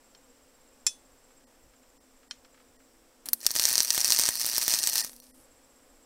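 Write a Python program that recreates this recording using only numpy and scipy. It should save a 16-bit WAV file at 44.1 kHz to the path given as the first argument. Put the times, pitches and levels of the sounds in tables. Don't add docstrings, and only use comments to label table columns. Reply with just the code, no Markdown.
import sys
import numpy as np
from scipy import signal
from scipy.fft import rfft, irfft
from scipy.io import wavfile
from scipy.ndimage import uniform_filter1d

SR = 44100
rng = np.random.default_rng(int(sys.argv[2]) if len(sys.argv) > 2 else 0)


def natural_amplitude(level_db):
    exponent = np.asarray(level_db, float) / 20
    return 10 ** exponent


def materialize(psi):
    bounded = np.clip(np.atleast_2d(psi).T, -1, 1)
    quanta = np.round(bounded * 32767).astype(np.int16)
    wavfile.write(sys.argv[1], SR, quanta)


N = 266805
TIME = np.arange(N) / SR

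# (frequency [Hz], density [dB per Hz])
SHED_SPECTRUM = [(18, -30.5), (30, -15.5), (194, -14.5), (259, 1), (303, -10.5), (328, -15.5), (486, -4.5),
                 (616, -9.5), (760, -10), (3770, -21.5), (6550, -23.5), (7470, -19), (16000, -37)]
# (time [s], level [dB])
SHED_LEVEL = [(0, -62.5), (1.55, -63), (1.65, -64), (3.2, -63.5), (5.35, -64.5), (5.45, -62), (6.05, -63)]
# (frequency [Hz], width [Hz], level [dB])
DRONES = [(268, 38, -74.5), (334.5, 6.7, -76.5), (509, 103, -72.5), (5400, 1300, -74.5), (7400, 15, -84),
          (7930, 1300, -74), (11770, 3200, -78.5), (14500, 2600, -78.5)]
# (time [s], level [dB])
WHINE = [(0, -90), (1.8, -88), (1.9, -84), (6.05, -80)]
# (time [s], pitch [Hz], level [dB])
FEEDER = [
    (3.25, 301, -90),
    (3.265, 288, -56),
    (3.3, 245, -56),
    (3.34, 230, -58),
    (3.4, 242.6, -66),
    (5.05, 236, -64),
    (5.2, 247.6, -60),
    (5.4, 262, -62),
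    (5.46, 266, -90),
]
# (first chirp [s], period [s], tiring [s], peak level [dB], pitch [Hz])
TRILLS = [
    (.04, .0631, 0, -58, 7570),
    (1.6217, .0675, .068, -61.5, 7390),
    (5.441, .0635, .01, -56.5, 7630),
]
CHIRP_COUNTS = [23, 18, 10]
# (time [s], level [dB], pitch [Hz])
CHIRP_SPREAD = [.002, 1.5, 40]
# (time [s], peak level [dB])
KNOCKS = [
    (0.149, -48.5),
    (2.31, -28.5),
    (2.4476, -53),
]
# (frequency [Hz], level [dB], T60 [s])
PLATE = [(1432, -13.5, 0.032), (1780, -35, 0.06), (3130, -5, 0.035), (4280, -6, 0.038), (5370, -4.5, 0.029),
         (5800, -15, 0.075), (6470, -18, 0.053), (7000, -23, 0.11), (7224, -43, 0.16), (9200, -25, 0.071)]
# (time [s], peak level [dB])
CLINK = [
    (0.8657, -9.5),
]
# (frequency [Hz], level [dB], T60 [s])
BRACKET = [(1120, -26, .04), (1500, -25, .04), (1780, -22, .05), (2100, -20, .04), (2557, -23, .11),
           (3429, -22, .19), (3520, -27, .15), (3900, -16, .03), (4330, -11, .04), (5225, -13, .08),
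           (5346, -6, .08), (5846, -12, .093), (5922, -18, .11), (6175, -22, .15), (6260, -30, .24),
           (6444, -28, .12), (6912, -24, .12), (7219, -1, .045), (7354, -5, .065), (7827, -20, .077),
           (8280, -25, .094), (9523, -27, .22), (10970, -20, .048), (2505, -17, .06)]
# (time [s], peak level [dB])
TICKS = [(1.3039, -52), (1.4027, -59), (1.734, -53), (1.8342, -54), (2.2303, -51.5), (2.4484, -55),
         (2.4484, -49), (2.5431, -49), (2.5744, -51), (2.5987, -50), (2.6144, -58), (2.802, -55)]
# (time [s], peak level [dB])
CONTACTOR = [
    (3.262, -44),
]
# (time [s], level [dB])
GAS = [
    (3.25, -95),
    (3.35, -62.5),
    (3.42, -54),
    (5.08, -50.5),
    (5.2, -63),
    (5.26, -63.5),
    (5.42, -63),
    (5.47, -79),
]
# (time [s], peak level [dB])
VALVE = [
    (3.258, -35),
    (3.287, -41),
    (3.334, -42),
]
# (time [s], level [dB])
ARC = [
    (3.402, -49.5),
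    (3.45, -39.5),
    (3.53, -39.5),
    (3.57, -27),
    (4.27, -27),
    (4.35, -31.5),
    (5.02, -30),
    (5.07, -42),
    (5.12, -63),
]
# (time [s], width [s], change [dB])
SURGES = [
    (3.862, 0.081, -3.5),
    (4.18, 0.074, 1.5),
    (4.582, 0.049, 3.5),
    (4.73, 0.04, 6),
    (4.98, 0.078, 2.5),
    (5.235, 0.0087, 10.5),
]
# (time [s], peak level [dB], low thump re peak [dB], top
# octave re peak [dB])
STUTTERS = [(3.2575, -37, -2, 10), (3.2811, -40, -19.5, 3), (3.2875, -16.5, -15, 1.5),
            (3.3328, -5, -19, 3.5), (3.405, -33, -18, 3), (3.4138, -27.5, -29, -5.5), (3.431, -29, -15, -8),
            (3.4478, -21, -17, -18.5), (3.4557, -21, -10.5, -10), (3.4662, -12.5, -18.5, -11),
            (3.4659, 1, -55.5, -7.5), (3.4888, -24, -31.5, -7), (3.5066, -12.5, -15, -15.5),
            (3.5141, -14.5, -39, 0.5), (3.5531, -7.5, -19, -7), (3.5627, -1, -20, -20),
            (3.4648, 1, -22, -10),
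]
# (time [s], peak level [dB], low thump re peak [dB], top octave re peak [dB])
BURSTS = [(3.5966, -2, -18.5, -7.5), (3.6538, -1, -20.5, -9), (3.7135, -11.5, -12, -9),
          (3.7287, -8.5, -42, -0.5), (3.7553, -3, -22, -8), (3.7801, 0, -21.5, -9),
          (3.8045, -0.5, -19.5, -14), (3.905, 0.5, -28, -15), (3.9786, -1, -16.5, -11),
          (4.0458, -3, -21.5, -8), (4.1044, -1.5, -21, -9), (4.122, 2.5, -30, -11), (4.163, -4.5, -39, -29),
          (4.1888, -5, -19.5, -4.5), (4.1965, 1, -19, -12), (4.2367, -4, -21, -12),
          (4.2625, -5.5, -27, -11), (4.289, 0, -16.5, -6.5), (4.7885, -4.5, -40, -9),
          (4.4462, -12, -12, -4), (4.464, -7, -19, -2), (4.5812, -14.5, -6, 8), (4.6806, -4.5, -14.5, -2.5),
          (4.7386, -2.5, -20, -9), (4.747, -8, -30, -10), (4.8382, -3.5, -24, -20),
          (4.8728, 1, -27.5, -9.5), (4.9326, -11, -25, -17.5), (5.0054, -8, -27, -10), (5.047, -17, -11, 2)]
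# (time [s], peak level [dB], low thump re peak [dB], top octave re peak [dB])
SPITS = [
    (5.0798, -41, -24, -10.5),
    (5.0953, -28.5, -9, -10),
    (5.1319, -37.5, -6, 2),
    (5.164, -36.5, -41, 3),
    (5.2009, -35.5, -35, 1),
    (5.2678, -39, -18, -8.5),
]
# (frequency [Hz], width [Hz], level [dB])
CORNER = [(851, 480, -13), (1803, 250, -6), (2574, 590, -10), (4397, 686, -1), (5790, 814, 1),
          (7830, 200, -4.5), (8350, 94, 1), (9200, 760, -3.5)]
# (frequency [Hz], width [Hz], level [dB])
CORNER_TOP = [(10160, 800, -4.5), (11910, 1400, -2), (12800, 1880, 0), (14300, 2500, -5)]
# (delay [ms], gain [dB])
ECHOES = [(.33, -20.5), (1.9, -31), (3.25, -12.5), (3.7, -35.5), (6.4, -19)]
# (time [s], length [s], depth [dB])
DROPOUTS = [(1.458, .022, -18), (1.992, .022, -18), (2.293, .016, -25), (2.78, .02, -15), (4.317, .012, -9),
            (4.382, .014, -10), (4.81, .014, -9), (4.91, .014, -10), (5.025, .016, -14), (5.212, .016, -18),
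            (5.328, .026, -32)]
SPARED_HZ = [1900, 4400, 5100, 5800, 7500, 8500, 9300, 10300, 11700, 13500, 14300]

RIPPLE_HZ, RIPPLE_CREST_S = 119.93, 4.2979


def rms_one(x):
    return x / np.sqrt(np.mean(x ** 2) + 1e-20)


def in_time(rows):
    s, *columns = np.transpose(rows)
    return [np.interp(TIME, s, c) for c in columns]


def clicks(rows, extra_db):
    out, rows = np.full(N, 1e-18), np.array(rows)
    out[(rows[:, 0] * SR).astype(int)] = natural_amplitude(rows[:, 1] + extra_db)
    return out


def resonance(x, hz, width_hz):
    r = np.exp(-np.pi * width_hz / SR)
    zeros = np.array([1, 0, -1]) * (1 - r * r) / 2
    return signal.lfilter(zeros, [1, -2 * r * np.cos(2 * np.pi * hz / SR), r * r], x)


def narrow_band(x, hz, width_hz):
    return resonance(resonance(x, hz, width_hz), hz, width_hz)


def band(x, low_hz, high_hz):
    return signal.sosfilt(signal.butter(2, [low_hz, high_hz], "band", fs=SR, output="sos"), x)


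def decay(t60):
    t = np.arange(SR // 3) / SR
    return rng.standard_normal(len(t)) * natural_amplitude(-60 * t / t60)


def fading(x, t60):
    r = natural_amplitude(-60 / (t60 * SR))
    return signal.lfilter([1 - r], [1, -r], x)


def corner(x, modes):
    return sum(natural_amplitude(db) * (-1) ** k * resonance(x, hz, width) for k, (hz, width, db) in enumerate(modes))


def struck(events, modes, ring_db, crack_db, crack_t60, low_hz, high_hz):
    t, blows = np.arange(SR // 3) / SR, clicks(events, extra_db=2.5)
    ring = 0
    for k, (hz, db, t60) in enumerate(modes):
        ring = ring + natural_amplitude(db - 60 * t / t60) * np.sin(2 * np.pi * hz * t) * (-1) ** k
    crack = decay(crack_t60) + natural_amplitude(-23) * decay(0.24)
    crack = band(band(crack, low_hz, high_hz), low_hz, high_hz)
    return signal.fftconvolve(blows, natural_amplitude(ring_db) * ring + natural_amplitude(crack_db) * crack)[:N]


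def shed():
    hz, points = np.maximum(np.fft.rfftfreq(N, 1 / SR), 10), np.array(SHED_SPECTRUM)
    spectrum_db = np.interp(np.log(hz), np.log(points[:, 0]), points[:, 1])
    floor = irfft(rfft(rng.standard_normal(N)) * natural_amplitude(spectrum_db), N)
    drones = sum(natural_amplitude(db) * rms_one(narrow_band(rng.standard_normal(N), f, width)) for f, width, db in DRONES)
    whine = natural_amplitude(in_time(WHINE)[0]) * np.sin(2 * np.pi * 7882 * TIME)
    return natural_amplitude(in_time(SHED_LEVEL)[0]) * rms_one(floor) + drones + whine


def rumble():
    gusts = natural_amplitude(2.1 * rms_one(band(rng.standard_normal(N), 3.7, 3.8)))
    return natural_amplitude(-68.5) * gusts * rms_one(band(rng.standard_normal(N), 3.5, 30))


def bumps():
    per_s, bump_s = 12, .025
    born = (rng.random(N) < per_s / SR) * rng.exponential(1, N)
    lumps = rms_one(fading(fading(born + 1e-18, 5 * bump_s), 5 * bump_s))
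    return natural_amplitude(-77) * lumps * rms_one(band(rng.standard_normal(N), 13, 80))


def chirps():
    rows = []
    for (s, period, tiring, db, hz), count in zip(TRILLS, CHIRP_COUNTS):
        for k in range(count):
            late = tiring * (k / (count - 1)) ** 4
            rows.append((s + k * period + late, db, hz))
    return rows + rng.standard_normal((len(rows), 3)) * CHIRP_SPREAD


def crickets():
    out, t = np.zeros(N + SR), np.arange(SR // 20) / SR
    shape = t / 0.0061 * np.exp(1 - t / 0.0072)
    for s, db, hz in chirps():
        flutter = uniform_filter1d(rng.standard_normal(len(t)), size=100) * 10
        rough = 1 + 0.25 * np.cos(2 * np.pi * 64 * t) + 0.41 * flutter
        tone = np.sin(2 * np.pi * (hz * t - 1500 * t * t))
        out[int(s * SR):][:len(t)] += natural_amplitude(db - 5.5) * shape * rough * tone
    return out[:N]


def nozzle_knocks():
    return struck(KNOCKS, PLATE, ring_db=-2.0, crack_db=0.5, crack_t60=0.025, low_hz=1140, high_hz=7500)


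def tool_clink():
    return struck(CLINK, BRACKET, ring_db=-7.0, crack_db=-5.5, crack_t60=0.036, low_hz=3200, high_hz=11100)


def handling():
    ticks = signal.fftconvolve(clicks(TICKS, extra_db=0.5), band(decay(0.078), 780, 3100))[:N]
    thud = signal.fftconvolve(clicks(CLINK, extra_db=-23), band(decay(0.043), 80, 2600))[:N]
    relay = signal.fftconvolve(clicks(CONTACTOR, extra_db=2), band(decay(0.18), 150, 3000))[:N]
    return ticks + thud + relay


def feeder():
    pitch_hz, level_db = in_time(FEEDER)
    return natural_amplitude(level_db) * np.sin(2 * np.pi * np.cumsum(pitch_hz) / SR)


def gas():
    born = (rng.random(N) < 150 / SR) * rng.exponential(22, N) * (TIME > 5.05)
    spits = 1 + fading(born, .003)
    jet = corner(spits * rng.standard_normal(N), [(8700, 2300, -1.5), (12600, 3500, -4), (4980, 4400, -11)])
    valve = 0
    for s, db in VALVE:
        age = np.abs(TIME - s)
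        spit = natural_amplitude(db - 60 * age / 0.045)
        tail = natural_amplitude(db - 16.5 - 60 * age / .2)
        valve = valve + (TIME > s) * (spit + tail)
    return (natural_amplitude(in_time(GAS)[0]) + valve) * rms_one(jet)


def burn():
    surges_db = sum(db * np.exp(-((TIME - s) / width) ** 2) for s, width, db in SURGES)
    level_db = in_time(ARC)[0] + surges_db
    full_burn_db = -23.5
    return level_db, -4.5 - 0.46 * np.clip(level_db - full_burn_db, -6.0, 3.0)


def pops(sizzle_db, top_db):
    from_s, to_s = 3.568, 5.01
    lead, jitter = .1, .08
    chance, luck = rng.random(200), np.clip(rng.standard_normal((200, 4)), -1.8, 1.8)
    first = np.ceil((from_s - RIPPLE_CREST_S) * RIPPLE_HZ)
    s = RIPPLE_CREST_S + (first + np.arange(200) - lead + jitter * luck[:, 0]) / RIPPLE_HZ
    at = (s * SR).astype(int)
    free = np.abs(s[:, None] - np.array(BURSTS)[:, 0]).min(axis=1) > .5 / RIPPLE_HZ
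    peak_db = sizzle_db[at] + 17 + 2.5 * luck[:, 1]
    low_db = -28 + 6.0 * luck[:, 2]
    high_db = -5.5 + top_db[at] + 3.5 * luck[:, 3]
    rows = np.transpose([s, peak_db, low_db, high_db])
    return rows[(chance < .65) & free & (s < to_s)]


def plasma(sizzle_db):
    cycles = (TIME - RIPPLE_CREST_S) * RIPPLE_HZ
    crest = .5 + .5 * np.cos(2 * np.pi * cycles)
    whole = np.arange(cycles[0] // 1, cycles[-1] + 2)
    strength_db = np.interp(cycles, whole, 2.8 * rng.standard_normal(len(whole)))
    sizzle = rng.standard_normal(N) * (.35 + crest ** 2) * natural_amplitude(strength_db)
    born = rng.random(N) < 900 * crest ** 3 / SR
    grains = born * natural_amplitude(2.6 * np.minimum(rng.exponential(1, N), 4)) * rng.choice([-1, 1], N)
    burning = (TIME > ARC[0][0]) & (TIME < 5.3)
    return burning * (natural_amplitude(sizzle_db + 4) * rms_one(sizzle) + natural_amplitude(sizzle_db - 1.5) * rms_one(grains))


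def surroundings(x):
    return x + sum(natural_amplitude(db) * np.roll(x, int(ms * SR / 1000)) for ms, db in ECHOES)


def scattered(x):
    machinery = natural_amplitude(2 * -6.5) * fading(x * x, .03 / 2)
    walls = natural_amplitude(2 * -26) * fading(x * x, .16 / 2)
    return rng.standard_normal(N) * np.sqrt(np.maximum(machinery + walls, 0))


def arc():
    sizzle_db, top_db = burn()
    fizz = plasma(sizzle_db)
    ragged = rng.choice([-1, 1], N)
    bursts = np.vstack([STUTTERS, BURSTS, SPITS, pops(sizzle_db, top_db)])
    low_db, high_db = bursts[:, 2:].T
    crackle = ragged * fading(clicks(bursts, extra_db=23), 0.0026)
    snap = clicks(bursts, extra_db=13)
    body = fizz + band(crackle - snap, 2800, 10000)
    top_crackle = ragged * fading(clicks(bursts, extra_db=high_db + 26), 0.00278)
    top_snap = clicks(bursts, extra_db=high_db + 18)
    top = natural_amplitude(top_db) * fizz + top_crackle + top_snap
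    body, top = surroundings(body), surroundings(top)
    thumps = band(surroundings(-clicks(bursts, extra_db=low_db + 18.5)), 32, 2600)
    return corner(body + scattered(body), CORNER) + corner(top + scattered(top), CORNER_TOP) + thumps


def scene():
    background = shed() + rumble() + bumps() + crickets()
    work = nozzle_knocks() + tool_clink() + handling()
    welder = feeder() + gas() + arc()
    return (background + work + welder)[None]


def roll_off(x):
    return signal.sosfilt(signal.butter(12, 17020, fs=SR, output="sos"), x)


def record(dry):
    treble = signal.sosfiltfilt(signal.butter(2, 900, "high", fs=SR, output="sos"), dry)
    dip_db = sum(db * (np.abs(TIME - s) < length / 2) for s, length, db in DROPOUTS)
    spared = 1.7 * sum(narrow_band(treble, hz, 170) for hz in SPARED_HZ)
    x = dry + (treble - spared) * (natural_amplitude(uniform_filter1d(dip_db, size=150)) - 1)
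    cut = signal.sosfiltfilt(signal.ellip(8, .3, 35, 15780, fs=SR, output="sos"), x)
    wide = signal.sosfiltfilt(signal.ellip(8, .3, 40, 16600, fs=SR, output="sos"), x)
    hard = np.minimum(1, 100 * uniform_filter1d(1. * (np.abs(cut) > .6), size=100))
    x = cut + natural_amplitude(-6.0) * uniform_filter1d(hard, size=60) * (wide - cut)
    return roll_off(np.clip(x, -1, 1))


dry = scene()
out = record(dry)
materialize(out)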